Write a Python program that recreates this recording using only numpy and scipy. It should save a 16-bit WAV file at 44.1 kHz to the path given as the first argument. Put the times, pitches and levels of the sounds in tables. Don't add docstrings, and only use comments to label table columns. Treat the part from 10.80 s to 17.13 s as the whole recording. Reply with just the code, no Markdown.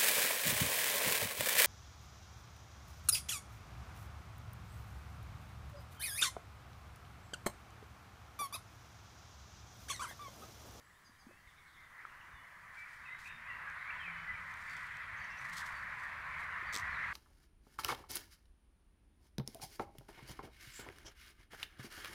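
import sys
import numpy as np
from scipy import signal
from scipy.fft import rfft, irfft, next_fast_len
from scipy.io import wavfile
from scipy.ndimage import uniform_filter1d, map_coordinates

SR = 44100
rng = np.random.default_rng(int(sys.argv[2]) if len(sys.argv) > 2 else 0)


def store_pcm(level_fs):
    pcm = np.round(np.clip(level_fs, -1, 1) * 32767).astype(np.int16)
    wavfile.write(sys.argv[1], SR, np.atleast_2d(pcm).T)


N = 279153
FALL_OCT_PER_S = 3.72


def birds():
    # start_s, length_s, middle_hz, level_db
    slurs = [(2.253, 0.035, 2540, -53), (2.673, 0.044, 2000, -46), (3.191, 0.054, 3100, -55),
             (3.23, 0.09, 2383, -46.5), (3.537, 0.032, 2340, -49.5), (6.108, 0.07, 4120, -64)]
    # start_s, level_db
    peeps = [(3.374, -76), (3.883, -65.5), (4.382, -67.5), (4.927, -65), (5.862, -62.5)]
    # start_s, length_s, middle_hz, level_db
    burrs = [(2.434, 0.088, 2524, -51), (2.63, 0.13, 2650, -56.5), (3.057, 0.0636, 2378, -46.5)]
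    # start_s, level_db
    chirps = [(0.246, -65.5), (0.388, -68.5)]
    # start_s, length_s, middle_hz, level_db, slide_oct_per_s
    whistles = [(0.018, 0.15, 7690, -79, -0.068), (0.468, 0.135, 2630, -72.5, 1.25),
                (0.766, 0.15, 2200, -66, -0.3), (0.96, 0.12, 2060, -62, -1.2),
                (1.508, 0.15, 2920, -71, 0.44), (1.51, 0.11, 3560, -71.5, -1.04),
                (1.965, 0.092, 2310, -50.5, -0.022), (2.259, 0.12, 3770, -68, 0.47),
                (2.276, 0.081, 2065, -49, 0.75), (2.458, 0.12, 3690, -66, -0.4),
                (2.836, 0.085, 1640, -49.5, -1.2), (3.31, 0.18, 3010, -65, 0.045),
                (3.471, 0.057, 1995, -42.5, 0.64), (4.488, 0.11, 2690, -58.5, -0.5),
                (4.722, 0.265, 3040, -70, 0)]
    # start_s, length_s, middle_hz, level_db
    twitters = [(0.658, 0.4, 3695, -70.5), (1.292, 0.18, 2750, -66), (3.939, 0.33, 3280, -66.5)]
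    peep_s, peep_contour_hz, peep_rasp = 0.0765, (4590, 4600, 4430), 0.07
    chirp_s, lower_hz, upper_hz = 0.043, 4845, 6350
    burr_rasp = 0.77
    notes = trill(count=4)
    notes += [glide_note(*slur, -FALL_OCT_PER_S, rasp=0.17) for slur in slurs]
    notes += [(s, peep_s, *peep_contour_hz, db, peep_rasp) for s, db in peeps]
    notes += [(s, length, hz * 0.86, hz, hz * 1.02, db, burr_rasp) for s, length, hz, db in burrs]
    for s, db in chirps:
        notes.append(glide_note(s, chirp_s, lower_hz, db, -FALL_OCT_PER_S, rasp=0.17))
        notes.append(glide_note(s, chirp_s, upper_hz, db - 6.5, -FALL_OCT_PER_S, rasp=0.17))
    notes += [glide_note(*whistle, rasp=0.17) for whistle in whistles]
    notes += [note for phrase in twitters for note in twitter(*phrase)]
    return calls(notes)


def trill(count):
    start_s, gap_s, note_s = 4.364, 0.0685, 0.03
    first_hz, step_hz, step_db = 6050, -130, 1.7
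    return [glide_note(start_s + k * gap_s, note_s, first_hz + k * step_hz, -67 + k * step_db,
                       oct_per_s=8, rasp=0.89) for k in range(count)]


def twitter(s, length, hz, db):
    gap_s, note_s, growth_db = 0.093, 0.06, 1.3
    scatter_s, scatter_oct, scatter_db = 0.012, 0.07, 2.5
    beats = np.arange(s, s + length, gap_s)
    late, high, loud = rng.standard_normal((len(beats), 3)).T
    starts = beats + scatter_s * late
    pitches = hz * 2 ** (scatter_oct * high)
    levels = db + growth_db * (beats - beats.mean()) / gap_s + scatter_db * loud
    return [glide_note(start, note_s, pitch, level, -FALL_OCT_PER_S, rasp=0.8)
            for start, pitch, level in zip(starts, pitches, levels)]


def glide_note(s, length, hz, db, oct_per_s, rasp):
    half = 2 ** (oct_per_s * length / 2)
    return s, length, hz / half, hz, hz * half, db, rasp


def calls(notes):
    song = np.zeros(N)
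    for s, length, start_hz, middle_hz, end_hz, db, rasp in notes:
        u, swell = arch(length)
        glide = np.polyval(np.polyfit([0, .5, 1], [start_hz, middle_hz, end_hz], 2), u)
        pitch = glide * (1 + 0.0041 * wobble(55.5, len(u)) + 0.068 * rasp * wobble(343.5, len(u)))
        shimmer_db = 2.0 * wobble(49.6, len(u)) + 5.2 * rasp * wobble(160, len(u))
        tone = np.sin(2 * np.pi * np.cumsum(pitch) / SR)
        add(song, s, amp(db) * unit(swell ** 0.41 * amp(shimmer_db) * tone))
    return song


def road():
    # time_s, roar_db, tread_db
    approach = [(0.0, -69.5, -70), (0.92, -66, -68.5), (1.2, -57.5, -61.5), (1.75, -59, -60),
                (2.05, -54, -61.5), (2.58, -52.05, -59.5), (2.8, -49, -54), (3.12, -46, -54),
                (3.7, -48.5, -53.5), (4.0, -46, -56), (4.7, -46.5, -52), (5.7, -45, -48.5),
                (6.33, -41, -48)]
    # time_s, level_db
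    swell = [(0.0, -72.5), (1.4, -72), (2.6, -67), (3.8, -62), (5.7, -60.5), (6.3, -57)]
    # frequency_hz, gain_db
    roar_spectrum = [(710, -38.5), (1200, -10), (1320, -5), (1530, -1.5), (1970, 2.5), (2340, -6.5),
                     (2810, -19), (4250, -27.5), (5340, -34.5), (9000, -43), (11700, -47), (19800, -120)]
    # frequency_hz, gain_db
    tread_spectrum = [(200, -27), (380, -27), (550, -15.5), (750, -10), (880, -6), (1000, 2), (1200, 2),
                      (1450, -5.5), (1800, -1), (3000, -69)]
    # frequency_hz, gain_db
    rumble_spectrum = [(15, -7.5), (30, -5), (45, -3), (75, 2.5), (110, -1), (170, -4), (220, -11.5),
                       (320, -23), (600, -26.5), (1500, -80)]
    roar_db, tread_db = curves(approach)
    flutter = wobble(14)
    roar = amp(roar_db + 0.22 * flutter) * rush(roar_spectrum, patchy_db=1.65)
    tread = amp(tread_db + .5 * flutter) * rush(tread_spectrum, patchy_db=1.28)
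    rumble = amp(curves(swell)[0]) * rush(rumble_spectrum, patchy_db=1.5)
    return roar + tread + rumble


def snaps():
    # start_s, peak_db
    fractures = [(2.9, -51), (3.74, -48), (3.8974, -45), (3.9673, -43.5), (4.17, -47.5), (4.734, -45),
                 (4.746, -49), (4.784, -37), (4.866, -48)]
    # frequency_hz, gain_db
    twig_spectrum = [(1500, -7.5), (2800, -21), (3500, 1.5), (4300, -1.5), (5100, -5.5), (6200, 3),
                     (7000, -9), (7800, 0), (9500, -19), (11300, -33), (13000, -10), (15500, -30)]
    attack_s, t60_s = 0.00011, 0.0058
    track, t = np.zeros(N), np.arange(SR // 25) / SR
    envelope = amp(-60 * t / t60_s) * (1 - np.exp(-t / attack_s))
    for s, db in fractures + slips(count=8):
        crack = coloured(rng.standard_normal(len(t)) * envelope, twig_spectrum)
        add(track, s, amp(db) * crack / np.abs(crack).max())
    return track


def slips(count):
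    start_s, first_gap_s, gap_ratio = 5.9275, 0.0078, 1.08
    gaps = first_gap_s * gap_ratio ** np.arange(count)
    peaks_db = -37.5 + 12 * np.sin(np.linspace(0, np.pi, count))
    return list(zip(start_s + np.cumsum(gaps) - gaps, peaks_db))


def rustles():
    # start_s, length_s, level_db
    brushes = [(1.907, 0.44, -71.5), (2.38, 0.13, -60.5), (3.55, 0.33, -71.5), (3.758, 0.46, -66),
               (4.552, 0.52, -64), (4.724, 0.12, -55.5), (4.854, 0.048, -63), (5.14, 0.23, -69.5),
               (5.575, 0.09, -67), (5.923, 0.1, -51)]
    # frequency_hz, gain_db
    tick_spectrum = [(1500, -44), (3000, -0.5), (4200, 1.5), (6000, -3), (7500, -3.5), (9500, -7),
                     (13000, -13), (15500, -18)]
    strokes = np.zeros(N)
    for s, length, db in brushes:
        u = arch(length)[0]
        add(strokes, s, amp(db) * np.abs(np.sin(np.pi * u ** 0.71)) ** 0.94)
    grains = rng.standard_normal(N) * amp(2.8 * wobble(700) + 3.0 * wobble(70))
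    return strokes * coloured(grains, tick_spectrum)


def knocks():
    # start_s, level_db, pitch_hz, t60_s
    bumps = [(0.293, -52.5, 240, .04), (0.467, -42, 239, 0.042), (0.49, -56, 351, 0.11),
             (0.509, -51.5, 560, 0.029), (0.67, -40.5, 60, .04), (0.673, -52.5, 2140, 0.044),
             (1.2515, -32.5, 1340, 0.016), (1.536, -42.5, 64, 0.065), (3.277, -52, 490, 0.022),
             (5.825, -45, 353, 0.023)]
    attack_cycles = 0.46
    track, t = np.zeros(N), np.arange(SR // 3) / SR
    for s, db, hz, t60 in bumps:
        envelope = amp(db - 60 * t / t60) * (1 - np.exp(-t * hz / attack_cycles))
        add(track, s, envelope * np.sin(2 * np.pi * hz * t))
    return track


def hums():
    # start_s, length_s, pitch_hz, level_db
    tones = [(2.54, 0.086, 232.4, -74), (3.24, 0.23, 168, -63.5), (4.59, 0.1, 138.5, -65),
             (4.67, 0.13, 171, -65)]
    return calls([glide_note(*tone, oct_per_s=-0.25, rasp=0.25) for tone in tones])


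def far_chorus(count):
    notes, rasp = [], 0.35
    for when, span, height, slide, faint in rng.random((count, 5)):
        length_s, hz = 0.028 + 0.053 * span, 2200 * 2 ** height
        bend = 1 + 0.309 * (slide - .5)
        notes.append((when * N / SR, length_s, hz * bend, hz, hz / bend, -79 - 6 * faint, rasp))
    return calls(notes)


def garden_echo(x):
    # frequency_hz, t60_s
    decay = [(200, 0.9), (2500, 0.51), (6000, 0.31), (14000, 0.18)]
    hz, t, noise = signal.stft(rng.standard_normal(SR // 2), SR, nperseg=256)
    tail = signal.istft(noise * amp(-60 * t / along(decay, hz)[:, None]), SR, nperseg=256)[1]
    response = np.pad(tail / np.linalg.norm(tail), (SR // 100, 0))
    return signal.fftconvolve(x, response)[:N]


def noise_floor():
    # frequency_hz, gain_db
    air_spectrum = [(40, 7.5), (150, -3.5), (300, -1.5), (500, -5.5), (800, 0), (1500, -14.5), (3000, -25)]
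    # frequency_hz, gain_db
    hiss_spectrum = [(1530, -12.5), (2600, -14), (3090, -7.5), (3720, -12.5), (4290, -11.5), (6330, -14),
                     (7410, -15), (10300, -17), (15600, -20.5)]
    whine_hz = 10340 + 70 * wobble(400)
    whine = np.sin(2 * np.pi * np.cumsum(whine_hz) / SR)
    air = rush(air_spectrum, patchy_db=3.0)
    hiss = rush(hiss_spectrum, patchy_db=1.6)
    return amp(-72.5) * (air + hiss) + amp(-84) * whine


def rush(spectrum, patchy_db):
    noise = signal.stft(rng.standard_normal(N), nperseg=512)[2]
    patches = uniform_filter1d(rng.standard_normal(noise.shape), size=4, axis=0)
    patches = uniform_filter1d(patches, size=12, axis=1)
    uneven = signal.istft(noise * amp(patchy_db * unit(patches)), nperseg=512)[1][:N]
    return coloured(uneven, spectrum)


def coloured(x, spectrum):
    return unit(filtered(x, lambda hz: amp(along(spectrum, hz))))


def filtered(x, response):
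    size = next_fast_len(len(x) + 8192)
    return irfft(rfft(x, size) * response(np.fft.rfftfreq(size, 1 / SR)), size)[:len(x)]


def amp(db):
    return 10 ** (np.asarray(db) / 20)


def unit(x):
    return x / np.sqrt(np.mean(x ** 2) + 1e-20)


def along(points, hz):
    frequencies, values = np.transpose(points)
    return np.interp(np.log(hz + 1), np.log(frequencies + 1), values)


def curves(rows):
    times, *columns = np.transpose(rows)
    return [np.interp(np.arange(N) / SR, times, column) for column in columns]


def wobble(rate, size=N):
    knots = rng.standard_normal(int(size * rate / SR) + 4)
    return map_coordinates(knots, [np.arange(size) * rate / SR])


def arch(length):
    u = np.linspace(0, 1, max(64, int(length * SR)))
    return u, np.abs(np.sin(np.pi * u))


def add(track, s, sound):
    start = max(0, round(s * SR))
    part = track[start:start + len(sound)]
    part += sound[:len(part)]


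def scene():
    song = birds() + far_chorus(count=70)
    near = snaps() + rustles() + knocks() + hums()
    echo = garden_echo(amp(-9.5) * song + amp(-20) * near)
    return (amp(-3.5) * song + near + echo + road() + noise_floor())[None]


def record(dry):
    top_hz = 15700
    return np.array([filtered(channel, lambda hz: hz < top_hz) for channel in dry])


dry = scene()
out = record(dry)
store_pcm(out)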